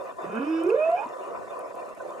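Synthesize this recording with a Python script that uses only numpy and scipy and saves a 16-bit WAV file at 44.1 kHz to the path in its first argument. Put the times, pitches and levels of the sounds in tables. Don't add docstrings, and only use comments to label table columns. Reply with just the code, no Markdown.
import sys
import numpy as np
from scipy import signal
from scipy.fft import rfft, irfft
from scipy.io import wavfile
from scipy.ndimage import uniform_filter1d

SR = 44100
rng = np.random.default_rng(int(sys.argv[2]) if len(sys.argv) > 2 else 0)


def to_wav(s):
    ch = np.atleast_2d(s).T
    pcm = np.round(np.clip(ch, -1, 1) * 32767)
    wavfile.write(sys.argv[1], SR, pcm.astype(np.int16))


def gain_from_db(level_db):
    decades = np.asarray(level_db, float) / 20
    return 10 ** decades


N = 97020

# center in Hz, width in Hz, left level in dB,
# right level in dB, right lag in radians.
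HOUSING_RINGS = [(382.4, 134, -6.5, -5.5, -0.1), (531, 129, -3.5, 3.5, 1.26), (670, 157, -1.5, -2, 1.03),
                 (1007.3, 81, 1, -6.5, 0.9), (1143, 301, -8, -7.5, 1.14), (1490, 55, -15.5, -12, 1),
                 (1816, 257, -20.5, -19.5, 2), (2070, 690, -37, -32, 5.5), (2440, 210, -25.5, -27, -4),
                 (2702, 273, -30, -31.5, -5.5), (3120, 142, -46, -44, 5), (3570, 67, -35, -30, 1.24),
                 (5300, 137, -39, -47.5, -1)]
CASE_CUT_HZ = 143
# time in seconds, level in dB.
SURGE = [(0, -47), (0.101, -44.5), (0.156, -60), (0.19, -41), (.26, -46.5), (1.161, -48.5), (1.243, -43),
         (1.312, -49), (1.36, -40), (1.461, -52.5), (1.509, -48), (1.7, -49), (1.745, -47.5), (1.775, -47),
         (1.921, -50), (1.961, -60.5), (1.998, -47), (2.07, -47)]
# frequency in Hz, share from 0 to 1.
SURGE_SHARE = [(200, 0.43), (600, 0.65), (1100, 0.94), (2200, 0.13), (4000, 0.53)]
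# frequency in Hz, spread in dB.
SEA_PATCHES = [(300, 1.8), (1000, 1.63), (1600, 2), (3000, 6)]
# frequency in Hz, correlation from 0 to 1.
SEA_SAME = [(300, 0.45), (600, 0.38), (1000, 0.54), (1400, 0.76), (2500, 0.41)]
SEA_DB, SEA_FLICKER_DB = -36.5, 1.5
# return in seconds, depth from 0 to 1, drain in seconds.
LULLS = [
    (.184, 0.5, 0.024),
    (1.74, 0.9, 0.011),
    (1.76, 0.87, 0.0075),
    (1.989, 0.5, 0.0093),
]
# frequency in Hz, density in dB per Hz.
RUMBLE = [(20, -18.5), (60, -13.5), (150, -1.5), (250, 0), (400, -30.5)]
RUMBLE_DB, RUMBLE_SAME = -56.5, -0.74
# frequency in Hz, density in dB per Hz.
HISS = [(2000, -33), (3000, -7), (4500, -5.5), (5500, -6.5), (7000, -2), (10000, -8.5), (13000, -15.5),
        (15600, -24)]
# frequency in Hz, left-right difference in dB.
HISS_PAN = [(3000, -0.5), (5000, -2.5), (7400, 1), (9000, 2), (15000, 4.5)]
HISS_DB, HISS_SAME, HISS_SURGE_SHARE = -64, 0.48, 0.15

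# start in seconds, peak in dB, pitch in Hz, left-right difference in dB.
SNAPS = [(0.219, -53, 6860, 2.5), (.3536, -48, 8770, -3), (0.4504, -54, 5170, -1), (0.6362, -40.5, 8940, 3),
         (0.667, -46, 5780, -1.5), (.677, -57, 12000, 2), (.69, -49, 9300, -2), (.693, -51, 7000, -1),
         (.696, -49, 5170, -3), (.699, -55, 10500, 4), (.702, -52.5, 7800, -0.5),
         (0.706, -47.5, 4500, -4.5), (.787, -58, 9130, -1.5), (.9028, -51.5, 9450, 2.5),
         (.916, -52, 8000, 0.5), (.917, -50.5, 4300, -2), (1.0088, -51, 7560, -0.5),
         (1.07, -53.5, 7580, 2.5), (1.0892, -51, 5610, 3.5), (1.5082, -54.5, 7840, 1.5),
         (1.5919, -43, 9980, 5.5), (1.592, -54, 13500, -0.5), (1.7544, -51, 8770, 0.5),
         (1.755, -54.5, 13000, -1), (.636, -53, 12000, 1.5), (1.05, -54, 6800, 0.5), (1.06, -53, 4300, 1),
         (1.8596, -51, 7680, -2), (1.892, -52, 7620, 4), (1.9488, -55.5, 5300, 2.5),
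         (1.95, -52.5, 9500, 4.5), (2.0207, -51, 7740, 8), (2.1063, -48, 6920, -1), (2.159, -57, 6840, 0)]
CRACKLE_PER_S, CRACKLE_DB, CRACKLE_SPREAD_DB = 120, -67, 2.5

# time in seconds, pitch in Hz, fundamental in dB, overtones in dB,
# left-right difference in dB.
CALL = [(.23, 165.1, -55.5, -55.5, -13), (.31, 198, -39.5, -44, -3.5), (.35, 221, -35.5, -37.5, -5),
        (.388, 238, -28.5, -34.5, -4), (.42, 280, -30, -33, -3.5), (0.47, 306, -26.5, -38.5, -4.5),
        (0.504, 321, -24.5, -36.5, -3.5), (0.609, 329, -28.5, -35.5, -3.5), (.66, 355.9, -22, -37.5, -4),
        (.694, 402, -16, -31.5, -5), (.725, 465, -20, -29.5, -3.5), (.782, 600, -23.5, -32, -5.5),
        (.82, 624, -24, -27.5, -5.5), (.952, 700, -19, -31.5, -1), (.966, 772, -30.5, -20.5, -5),
        (1.01, 845, -31.5, -28.5, -11), (1.034, 950, -34.5, -19, -9), (1.068, 1000, -33, -47, 10)]
# center in seconds, half width in seconds.
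FADES = [(.265, 0.0028), (.295, 0.0035), (.327, 0.017), (0.394, 0.0042), (.458, 0.019), (0.631, 0.01),
         (0.659, 0.0058), (0.685, 0.0054), (0.701, 0.0037), (0.714, 0.0066), (0.739, 0.0028),
         (0.755, 0.0019), (0.771, 0.0051), (0.915, 0.0076), (.965, 0.0079), (.975, 0.0016), (.987, 0.0031),
         (1.012, 0.0037), (1.028, 0.0027), (1.061, 0.002)]
# delay in seconds, left level in dB, right level in dB.
ECHOES = [
    (.021, -17, -17),
    (.037, -19, -20),
    (.06, -23, -22),
    (.095, -27, -27),
]
# center in Hz, width in Hz, left level in dB,
# right level in dB, right lag in radians.
VOICE_RINGS = [(447, 64, -5, -4, -1.1), (705, 260, -13, -15, -1), (1156, 270, -9, -6, 2.15),
               (1405, 150, -14.5, -3.5, 1.06), (1648, 167, -23, -7.5, -0.4), (1820, 110, -24, -31.5, 4),
               (2177, 230, -15.5, -14.5, 2.5), (2499, 154, -10.5, -5.5, -0.15),
               (2810, 160, -29, -29.5, 0.5), (3006, 177, -20, -12, -1.5), (3600, 130, -23, -19, 1.7),
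               (4200, 330, -40, -38.5, 0.5), (5300, 450, -19.5, -17, 1)]
FADE_LEAK, PITCH_JITTER = 0.17, 0.002
GROWL_HZ, GROWL_DB, BREATH_DB = 260, 7.5, -7
TILT_DB, DULLING, BREAKUP_DB = 1.0, 1.1, 2.1
GLIDE_LOSS_DB = 1.5
SECOND_LOSS_DB = 11
PLATEAU_LOSS_DB = 7
SHEEN_HZ, SHEEN_LOSS_DB, TOP_HZ, TOP_LOSS_DB = 2800, 11, 4400, 12

# peak in dB, pitch in Hz, length in
# seconds.
PINGS = [(-27.5, 2580, 0.0052), (-26, 375, 0.011), (-26, 560, 0.0035), (-37.5, 250, 0.019),
         (-13, 455.4, 0.019), (-26.5, 440, .03), (-30.5, 700, .025), (-47, 2530, 0.005), (-50, 2420, 0.017),
         (-36.5, 1500, 0.016), (-28.5, 362, 0.024), (-27, 472, 0.032), (-33, 383, 0.033),
         (-35.5, 455, 0.026), (-37, 323, 0.011), (-37, 620, 0.022), (-40, 1050, 0.015), (-36, 1030, .025),
         (-34, 540, 0.018), (-36.5, 1500, .02), (-39, 1650, 0.016)]
PING_TIMES_S = [.7015, .241, .296, 1.056, .7415, .772, .962, 1.79, 1.815, 2.0, .69, .386, .318, .345, 1.068,
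                1.905, 1.9, 1.995, 2.015, .362, .364]


def smooth(x, size, axis=-1):
    return uniform_filter1d(x, size=size, axis=axis)


def unit_rms(x):
    return x / np.sqrt(np.mean(abs(x) ** 2) + 1e-20)


def read(points, hz):
    f, value = np.transpose(points)
    return np.interp(np.log(hz + 1), np.log(f + 1), value)


def sides(pan_db):
    return gain_from_db(np.array([pan_db, -pan_db]) / 2)


def add(mix, start_s, sound):
    part = mix[:, round(start_s * SR):][:, :sound.shape[1]]
    part += sound[:, :part.shape[1]]


def housing(hz, rings=HOUSING_RINGS):
    f, width, left_db, right_db, lag = np.transpose(rings)
    bell = 1 / (1 + (2 * (hz[:, None] - f) / width) ** 2) ** 2
    size = np.sqrt([bell @ gain_from_db(2 * left_db), bell @ gain_from_db(2 * right_db)])
    low_cut = 1 + (CASE_CUT_HZ / (hz + 1)) ** 2
    return size / low_cut * np.exp(1j * np.outer([0, 1], np.interp(hz, f, lag)))


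def water_noise(color, same, patch_db, flicker_db, surge_share):
    frames = N // 128 + 5
    a, b, c, d, patches = rng.standard_normal((frames, 257, 5)).T
    patches = unit_rms(smooth(smooth(patches, 4, axis=0), 14, axis=1))
    flicker = unit_rms(smooth(rng.standard_normal(frames), 6))
    surge_db = np.interp(np.arange(frames) * 128 / SR, *np.transpose(SURGE))
    surge_db = np.outer(surge_share * np.ones(257), surge_db - surge_db.mean())
    left = a + 1j * b
    right = same * left + np.sqrt(1 - same ** 2) * (c + 1j * d)
    spectra = np.array([left, right]) * gain_from_db(patch_db * patches + flicker_db * flicker + surge_db)
    x = signal.istft(spectra, nperseg=512, noverlap=384)[1][:, :N]
    return unit_rms(irfft(rfft(x) * color(np.fft.rfftfreq(N, 1 / SR)), N))


def lulls():
    t = np.arange(N) / SR
    drains = [1 - depth * np.exp(-abs(t - at) / drain) * (t < at) for at, depth, drain in LULLS]
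    return smooth(np.prod(drains, axis=0), 60)


def rumble_color(hz):
    return gain_from_db(read(RUMBLE, hz) - 45 * (hz > 420))


def hiss_color(hz):
    return gain_from_db(read(HISS, hz)) * sides(read(HISS_PAN, hz)) * (hz > 200)


def sea():
    hz = np.fft.rfftfreq(512, 1 / SR)
    same = read(SEA_SAME, hz)[:, None]
    patch_db = read(SEA_PATCHES, hz)[:, None]
    roar = water_noise(housing, same, patch_db, SEA_FLICKER_DB, read(SURGE_SHARE, hz))
    rumble = water_noise(rumble_color, RUMBLE_SAME, 3.1, 1.2, 0.06)
    hiss = water_noise(hiss_color, HISS_SAME, 2.6, 0.81, HISS_SURGE_SHARE)
    return gain_from_db(SEA_DB) * roar * lulls() + gain_from_db(RUMBLE_DB) * rumble + gain_from_db(HISS_DB) * hiss


def snap(db, hz, pan_db):
    t = np.arange(200) / SR
    tick = np.sin(2 * np.pi * hz * t) * (t / 0.00044) * np.exp(1 - t / 0.00037)
    rebound = 0.45 * np.roll(tick, 42)
    fizz = smooth(rng.standard_normal((2, 200)), 8) * np.cos(2 * np.pi * hz * t)
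    return gain_from_db(db) * sides(pan_db)[:, None] * (tick + rebound + 1.3 * fizz * np.exp(-t / 0.0047))


def shrimp():
    out = np.zeros((2, N))
    for start_s, db, hz, pan_db in SNAPS:
        add(out, start_s, snap(db, hz, pan_db))
    for at, size, pitch, pan in rng.random((round(CRACKLE_PER_S * N / SR), 4)):
        db = CRACKLE_DB - CRACKLE_SPREAD_DB * np.log(1 - 0.97 * size)
        add(out, at * N / SR, snap(db, 4500 + 7000 * pitch, 6 * pan - 1.5))
    return out


def overtones(hz, turns):
    glide = smooth(abs(np.gradient(np.log2(hz))) * SR, 800)
    drift = unit_rms(smooth(smooth(rng.standard_normal((34, N // 200 + 2)), 5), 4))
    drift = smooth(np.repeat(drift, 200, axis=1)[:, :N], 200)
    k = np.arange(2, 36)[:, None]
    last_climb = np.clip(hz / 100 - 5.8, 0, 1)
    on_plateau = np.clip(3 - abs(hz - 325) / 12, 0, 1)
    off_sheen = np.clip(abs(hz - 315) / 40 - 0.6, 0, 1)
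    off_top = np.clip(abs(hz - 318) / 15 - 0.6, 0, 1)
    db = BREAKUP_DB * drift - TILT_DB * k * (hz / 320) ** DULLING
    db -= GLIDE_LOSS_DB * glide * ((k > 2) | (hz > 300))
    db -= SECOND_LOSS_DB * (k == 2) * last_climb
    db -= PLATEAU_LOSS_DB * (k < 6) * on_plateau
    db -= SHEEN_LOSS_DB * (k * hz > SHEEN_HZ) * off_sheen
    db -= TOP_LOSS_DB * (k * hz > TOP_HZ) * off_top
    return (gain_from_db(db) * np.cos(2 * np.pi * k * turns) * (k * hz < 7000)).sum(0)


def growl(hz, turns):
    gain = gain_from_db(BREATH_DB) + gain_from_db(GROWL_DB) / (1 + (hz / GROWL_HZ) ** 8)
    pulse = 0.2 + np.exp(-(turns % 1) / 0.28)
    return gain * pulse * 2 * smooth(rng.standard_normal(N), 8)


def path_fades(t):
    nulls = [np.tanh((t - at) / half) + 1j * FADE_LEAK / np.cosh((t - at) / half) for at, half in FADES]
    return np.prod(nulls, axis=0)


def whale():
    t = np.arange(N) / SR
    s, *columns = np.transpose(CALL)
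    hz, db, over_db, pan_db = (smooth(np.interp(t, s, c), 700) for c in columns)
    on = smooth(1.0 * (t > s[0]) * (t < s[-1]), 600)
    jitter = PITCH_JITTER * unit_rms(smooth(rng.standard_normal(N), 300))
    turns = np.cumsum(hz * (1 + jitter)) / SR
    wave = (path_fades(t) * np.exp(2j * np.pi * turns)).real
    tone = np.sqrt(2) * on * gain_from_db(db) * wave * sides(pan_db)
    voice = on * gain_from_db(over_db) * (overtones(hz, turns) + growl(hz, turns))
    cased = irfft(rfft(voice) * housing(np.fft.rfftfreq(N, 1 / SR), VOICE_RINGS), N)
    direct = tone + cased * gain_from_db(12)
    out = direct.copy()
    for delay_s, left_db, right_db in ECHOES:
        add(out, delay_s, direct * gain_from_db([[left_db], [right_db]]))
    return out


def pings():
    out = np.zeros((2, N))
    for start_s, (db, hz, length_s) in zip(PING_TIMES_S, PINGS):
        u = np.arange(0, 2 * length_s, 1 / SR) / length_s
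        envelope = ((u / 0.46) * np.exp(1 - u / 0.4)) ** 2
        ring = envelope * np.sin(2 * np.pi * hz * length_s * u)
        add(out, start_s, gain_from_db(db) * sides(-5.5)[:, None] * ring)
    return out


def scene():
    return sea() + shrimp() + whale() + pings()


def top_cut(x):
    return signal.sosfilt(signal.butter(12, 15700, fs=SR, output="sos"), x)


def record(dry):
    return top_cut(dry)


dry = scene()
out = record(dry)
to_wav(out)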